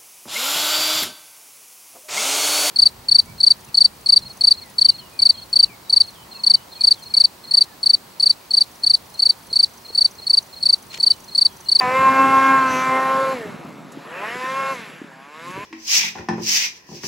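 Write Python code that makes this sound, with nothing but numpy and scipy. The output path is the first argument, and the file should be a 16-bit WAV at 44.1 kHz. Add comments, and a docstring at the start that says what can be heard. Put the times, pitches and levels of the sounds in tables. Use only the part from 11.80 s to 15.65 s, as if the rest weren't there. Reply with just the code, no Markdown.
"""On an open snow slope, a twin two-stroke snowmobile: full throttle, shut, open, shut and open again.
Firing pulses ring through the exhaust as a buzzing note, with a growl from the uneven cylinders.
Roar and hiss puff lightly at every firing; low thumps come and go as snow is thrown about, with
a few stronger thuds and two bright ticks. A pair of microphone ports hears it all."""
import sys
import numpy as np
from scipy import signal
from scipy.fft import rfft, irfft, next_fast_len
from scipy.io import wavfile
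from scipy.ndimage import uniform_filter1d

SR = 44100
rng = np.random.default_rng(int(sys.argv[2]) if len(sys.argv) > 2 else 0)


def digitize_waveform(pressure):
    """Quantize a signal to 16-bit integers and store it at the path in sys.argv[1].

    Rows of a 2-D input are taken as channels; values are limited to [-1, 1].
    """
    field = np.atleast_2d(pressure).T
    bounded = np.clip(field, -1, 1)
    quanta = np.round(bounded * 32767).astype(np.int16)
    wavfile.write(sys.argv[1], SR, quanta)


N = 169785


def amp(db):
    """Gain of a level in dB."""
    return 10 ** (np.asarray(db) / 20)


def unit_rms(x):
    """Scales to rms 1."""
    return x / np.sqrt(np.mean(x ** 2) + 1e-20)


def spectrum_at(points, hz):
    """Reads a spectrum table on a log-frequency axis."""
    f, value = np.transpose(points)
    return np.interp(np.log(hz + 1), np.log(f + 1), value)


def curves(table):
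    """One automation curve per column of a time table, sample by sample."""
    times, *columns = np.transpose(table)
    return [np.interp(np.arange(N) / SR, times, c) for c in columns]


def colour(x, eq):
    """Minimum-phase filter with the given EQ curve."""
    log_gain = np.log(amp(spectrum_at(eq, abs(np.fft.fftfreq(8192, 1 / SR)))))
    taps = np.fft.ifft(np.exp(np.conj(signal.hilbert(log_gain)))).real[:3000]
    return signal.oaconvolve(x, taps)[:N]


def below(x, hz):
    """Steep low-pass without delay."""
    return signal.sosfiltfilt(signal.butter(7, hz, fs=SR, output="sos"), x)


def drift(grid, bins):
    """Smooths a random frequency-by-time grid into slowly drifting patches."""
    return unit_rms(uniform_filter1d(uniform_filter1d(grid, size=bins, axis=0), size=24, axis=1))


def patchy_noise(eq, patchy_db=2):
    """Coloured noise in which patches of the spectrum swell and fade."""
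    hz = np.fft.rfftfreq(512, 1 / SR)
    real, imag, patches = rng.standard_normal((N // 128 + 5, 257, 3)).T
    gain = amp(spectrum_at(eq, hz)[:, None] + patchy_db * drift(patches, bins=6))
    return unit_rms(signal.istft((real + 1j * imag) * gain, nperseg=512, noverlap=384)[1][:N])


def firing_pulses(cycles, jitter_cycles=.0006, shimmer_db=.8):
    """One sharp pulse per firing: the plain train, and one whose sign flips from cylinder to cylinder."""
    at = np.flatnonzero(np.diff(np.floor(cycles)) > 0)[2:-2]
    slip, strength = rng.standard_normal((1200, 2))[:len(at)].T
    step = cycles[at + 1] - cycles[at]
    centre = at + (np.floor(cycles[at + 1]) - cycles[at] + jitter_cycles * slip) / step
    near = np.round(centre).astype(int)[:, None] + np.arange(-16, 17)
    height = amp(shimmer_db * strength) / np.sqrt(step)  # same power at any engine speed
    pulses = height[:, None] * np.sinc(near - centre[:, None]) * np.hanning(33)
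    train, alternating = np.zeros(N), np.zeros(N)
    np.add.at(train, near, pulses)
    np.add.at(alternating, near, pulses * (-1.) ** np.arange(len(at))[:, None])
    return train, alternating


def pipe_note(pulse_spectrum, hz):
    """The pipe colours the pulses into a buzz whose bands rise and fall with each rev."""
    # exhaust resonances: (frequency [Hz], gain [dB])
    pipe_eq = [(100, -51), (266, -3), (530, -0.5), (800, -1.5), (1066, 4), (1335, -6.5), (1600, -10),
               (1860, -22), (2130, -10.5), (2400, -17.5), (2670, -17), (3000, -31.5), (6000, -37.5),
               (9000, -39.5), (13500, -49.5), (14500, -75)]
    # crossovers between the note's bands: (frequency [Hz])
    crossovers = [380, 660, 920, 1730, 3300]
    # one table per rev: (time [s], level of the band under each crossover, lowest first [dB])
    revs = [
        [(0, -72, -46, -23, -27, -30), (.07, -44, -27.5, -26.5, -24, -30.5), (.18, -40, -25, -39, -18, -28),
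         (.4, -26, -29, -26, -16, -29.5), (.7, -29, -33, -31, -14.5, -27.5),
         (.85, -31.5, -34.5, -54, -15, -35.5), (.95, -32, -35, -41, -22, -28),
         (1.2, -35, -32.5, -28, -22, -36.5), (1.39, -39, -24, -48, -21.5, -39.5),
         (1.532, -44.5, -27, -35.5, -26.5, -43.5)],
        [(1.547, -34, -31.5, -46, -57, -38), (1.65, -50.5, -36, -69, -69, -49.5),
         (1.8, -44.5, -54, -63, -78, -50.5), (2.22, -51, -54.5, -57, -69, -67),
         (2.32, -63, -40.5, -81, -39.5, -64), (2.44, -63, -38, -51, -38.5, -43),
         (2.6, -48, -38, -47, -34, -38.5), (2.78, -70, -37.5, -42, -25.5, -34.5),
         (2.926, -41, -33.5, -51, -26, -35)],
        [(2.942, -54, -41, -45, -38, -42), (3.07, -51, -53.5, -67, -49, -47), (3.34, -63, -57, -59, -63, -72),
         (3.4, -62, -67, -48, -50.5, -58), (3.6, -61, -48, -68, -42.5, -49.5),
         (3.72, -48, -50.5, -79, -41.5, -43), (3.77, -53, -38, -54, -36.5, -42.5),
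         (3.85, -42, -51, -72, -49, -41)],
    ]
    levels_db = curves(np.vstack(revs))
    levels_db.append(levels_db[-1] - 16)  # the top band follows the one under it
    note = irfft(pulse_spectrum * amp(spectrum_at(pipe_eq, hz)), N)
    bands = np.diff([np.zeros(N)] + [below(note, f) for f in crossovers] + [note], axis=0)
    return sum(amp(db) * unit_rms(band) for db, band in zip(levels_db, bands))


def growl(alternating):
    """The two cylinders fire unevenly, adding half orders between the firing harmonics."""
    # colour of the half orders: (frequency [Hz], gain [dB])
    growl_eq = [(200, -38.5), (400, 0), (1200, 3.5), (1500, 7.5), (1800, -6), (2300, -8.5), (3500, -52)]
    # strength of the growl: (time [s], level [dB])
    growl_levels = [(0, -42), (.3, -32), (1.3, -32), (1.53, -36), (1.56, -69), (2.3, -57), (2.6, -49),
                    (2.92, -38.5), (2.95, -70), (3.85, -69)]
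    return amp(curves(growl_levels)[0]) * unit_rms(colour(alternating, growl_eq))


def sheen(pulse_spectrum, hz):
    """Groups of firing harmonics shine out briefly and fade."""
    # harmonic swells: (middle [s], length [s], centre [Hz], width [Hz], level [dB])
    swells = [(0.072, 0.1, 1790, 118, -34), (0.67, 0.25, 1600, 120, -29.5), (0.962, 0.19, 6000, 580, -43.5),
              (.97, 0.15, 11100, 2980, -55), (1.17, 0.23, 1920, 123, -37.5), (2.436, 0.027, 915, 195, -37),
              (2.504, 0.19, 1860, 196, -36), (2.67, 0.089, 1840, 120, -32), (3.6, 0.11, 1190, 250, -53),
              (3.805, 0.1, 1025, 100, -36.5)]
    out, t = np.zeros(N), np.arange(N) / SR
    for middle, length, centre_hz, width_hz, db in swells:
        band = irfft(pulse_spectrum * np.exp(-((hz - centre_hz) / width_hz) ** 2), N)
        swell = np.exp(-((t - middle) / length * 2) ** 4)
        out += amp(db) * unit_rms(band * swell) * np.sqrt(np.mean(swell ** 2))
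    return out


def exhaust(cycles, delay_s_per_hz=-1.2e-7):
    """Each firing sends a suction pulse down the pipe; the low partials leave it last."""
    train, alternating = firing_pulses(cycles)
    hz = np.fft.rfftfreq(N, 1 / SR)
    suction = -rfft(train) * np.exp(-1j * np.pi * delay_s_per_hz * hz ** 2)
    return pipe_note(suction, hz) + growl(alternating) + sheen(suction, hz)


def air_waver(x, depth_db=2.5, depth_radians=.5):
    """Moving air and snow make each harmonic drift in strength and phase on its own."""
    frames = signal.stft(x, nperseg=512, noverlap=384)[2]
    level, phase = (drift(grid, bins=3) for grid in rng.standard_normal(frames.T.shape + (2,)).T)
    wavering = frames * amp(depth_db * level) * np.exp(1j * depth_radians * phase)
    return signal.istft(wavering, nperseg=512, noverlap=384)[1][:N]


def roar_and_hiss(cycles, decay_cycles=.93, roar_depth=.053, hiss_depth=.096):
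    """Low roar, midrange rasp and hiss, puffed a little at each firing."""
    # colours of the three engine noises: (frequency [Hz], gain [dB])
    roar_eq = [(100, -8.5), (450, 4.5), (900, 3), (1300, 2.5), (2000, -32)]
    rasp_eq = [(500, -51), (1000, -22), (1550, -4.5), (1800, -2), (2050, -12.5), (2700, -10.5),
               (3500, -25.5), (6000, -42)]
    hiss_eq = [(1500, 3), (3500, 5), (6000, -3.5), (8000, -3), (11000, -6.5), (13600, -15.5), (14200, -43),
               (16000, -27)]
    # noise mix, one table per rev: (time [s], roar [dB], rasp [dB], hiss [dB])
    revs = [
        [(0, -31, -36, -42), (.2, -35, -35, -39), (.55, -31, -34, -37), (1.0, -35, -36, -38),
         (1.3, -33, -36, -38.5), (1.53, -35, -40, -39)],
        [(1.6, -38, -42, -44.5), (1.8, -41.5, -49.5, -51), (2.05, -47, -57, -54), (2.24, -45, -49, -49.5),
         (2.3, -41, -42, -50), (2.46, -39, -32, -43.5), (2.55, -43, -37, -39.5), (2.75, -45, -41, -40.5),
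         (2.93, -41, -39, -39)],
        [(2.98, -44, -41, -42), (3.3, -52, -49, -55.5), (3.5, -55, -49, -54.5), (3.68, -53, -46, -43),
         (3.78, -48, -40, -45.5), (3.85, -47, -43, -46)],
    ]
    roar_db, rasp_db, hiss_db = curves(np.vstack(revs))
    puff = unit_rms(np.exp(-(cycles % 1) / decay_cycles))
    roar = amp(roar_db) * patchy_noise(roar_eq) + amp(rasp_db) * patchy_noise(rasp_eq)
    roar *= 1 - roar_depth + roar_depth * puff
    hiss = patchy_noise(hiss_eq) * (1 - hiss_depth + hiss_depth * puff)
    return roar + amp(hiss_db) * unit_rms(hiss)


def thrown_snow(hits_per_s=78, spread_db=.5):
    """Snow thrown about: a loose patter of random hits, each a low thump over a deeper rumble."""
    # colours of a hit: (frequency [Hz], gain [dB])
    thump_eq = [(40, -62), (90, -24), (150, 1), (300, -6), (800, -44.5)]
    rumble_eq = [(15, -29), (40, 4.5), (80, 12.5), (130, 2), (250, -52)]
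    # weight of the patter: (time [s], thump [dB], rumble [dB])
    snow_levels = [(0, -36, -34.5), (1.05, -38.5, -41), (1.87, -39.5, -47), (2.3, -49, -83),
                   (2.58, -46, -71), (3.1, -45, -83), (3.55, -55.5, -88), (3.7, -40.5, -63),
                   (3.78, -39.5, -36), (3.85, -50, -50)]
    thump_db, rumble_db = curves(snow_levels)
    onsets = rng.random(N) < hits_per_s / SR
    strength = amp(spread_db * np.minimum(rng.exponential(1, N), 4))
    hits = onsets * strength * rng.choice([-1., 1.], N)
    thumps = amp(thump_db) * unit_rms(colour(hits, thump_eq))
    return thumps + amp(rumble_db) * unit_rms(colour(hits, rumble_eq))


def thuds(attack_s=.0032, t60_s=.02):
    """Single stronger thumps, each a soft-edged sine that dies at once."""
    # thud cues: (time [s], level [dB], pitch [Hz])
    cues = [(0.261, -15.5, 243), (1.657, -22, 330), (1.743, -19, 202), (1.849, -20.5, 227),
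            (2.172, -19, 292), (2.554, -20.5, 376), (2.64, -22.5, 297), (2.992, -25.5, 192),
            (3.216, -20, 290), (3.244, -25.5, 263), (3.316, -33, 950), (3.775, -22.5, 390)]
    out, t = np.zeros(N + 4000), np.arange(4000) / SR
    for start, db, hz in cues:
        envelope = amp(db - 60 * t / t60_s) * np.minimum(t / attack_s, 1)
        out[round(start * SR):][:len(t)] += 2 * envelope * np.sin(2 * np.pi * hz * t)
    return out[:N]


def ticks(attack_s=.0023, t60_s=.088):
    """Short bright ticks, each a fading burst of treble noise."""
    # tick cues: (time [s], level [dB])
    cues = [(2.118, -37.5), (3.7049, -38)]
    out, t = np.zeros(N + 4000), np.arange(4000) / SR
    for start, db in cues:
        burst = rng.standard_normal(len(t))
        envelope = amp(db - 60 * t / t60_s) * np.minimum(t / attack_s, 1)
        out[round(start * SR):][:len(t)] += envelope * (below(burst, 11700) - below(burst, 5000))
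    return out[:N]


def scene():
    """Exhaust, thuds and ticks sit in the centre; engine noise and snow differ from side to side."""
    # engine speed: (time [s], firing rate [Hz])
    firing_rate = [(0, 258), (.05, 250), (.1, 255), (.18, 264.3), (.45, 267.2), (.74, 267.7), (.95, 257.2),
                   (1.1, 260.8), (1.35, 266), (1.53, 265.5), (1.63, 217), (1.9, 149.5), (2.1, 136),
                   (2.22, 138.5), (2.31, 160), (2.47, 220), (2.55, 249), (2.65, 258), (2.78, 269.5),
                   (2.925, 269), (2.97, 243), (3.2, 154), (3.33, 130.5), (3.4, 133.5), (3.57, 157),
                   (3.77, 192.3), (3.85, 213)]
    # stereo width of the noises: (frequency [Hz], side gain [dB])
    side_eq = [(60, -17.5), (300, -7), (1500, -11), (3500, -21.5), (4200, -53), (9500, -59), (10000, 0),
               (13000, -21), (13200, -44)]
    cycles = np.cumsum(curves(firing_rate)[0]) / SR
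    side = colour(roar_and_hiss(cycles) + thrown_snow(), side_eq)
    mid = air_waver(exhaust(cycles)) + roar_and_hiss(cycles) + thrown_snow() + thuds() + ticks()
    return np.array([mid + side, mid - side])


def record(dry):
    """The two microphone ports shift phase against each other and lose the deepest bass and very top."""
    # phase between the ports: (frequency [Hz], left ahead of right [rad])
    phase_lead = [(100, .1), (900, .2), (1400, .5), (2300, -.3), (3900, -.06), (7700, 0), (8400, -2.9),
                  (9500, -3.4), (11500, -6.3), (14400, -9.7), (15500, -12.6)]
    low_cut_hz, high_cut_hz = 111, 15800
    size = next_fast_len(N + 4096)
    hz = np.fft.rfftfreq(size, 1 / SR)
    shift = np.exp(.5j * spectrum_at(phase_lead, hz) * np.array([[1], [-1]]))
    low_cut = 1 / (1 + (low_cut_hz / (hz + 1)) ** 4)
    ports = irfft(rfft(dry, size) * shift * low_cut, size)[:, :N]
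    high_cut = signal.firwin(511, high_cut_hz, window=("kaiser", 9), fs=SR)
    return signal.oaconvolve(ports, high_cut[None], "same")


dry = scene()
out = record(dry)
digitize_waveform(out)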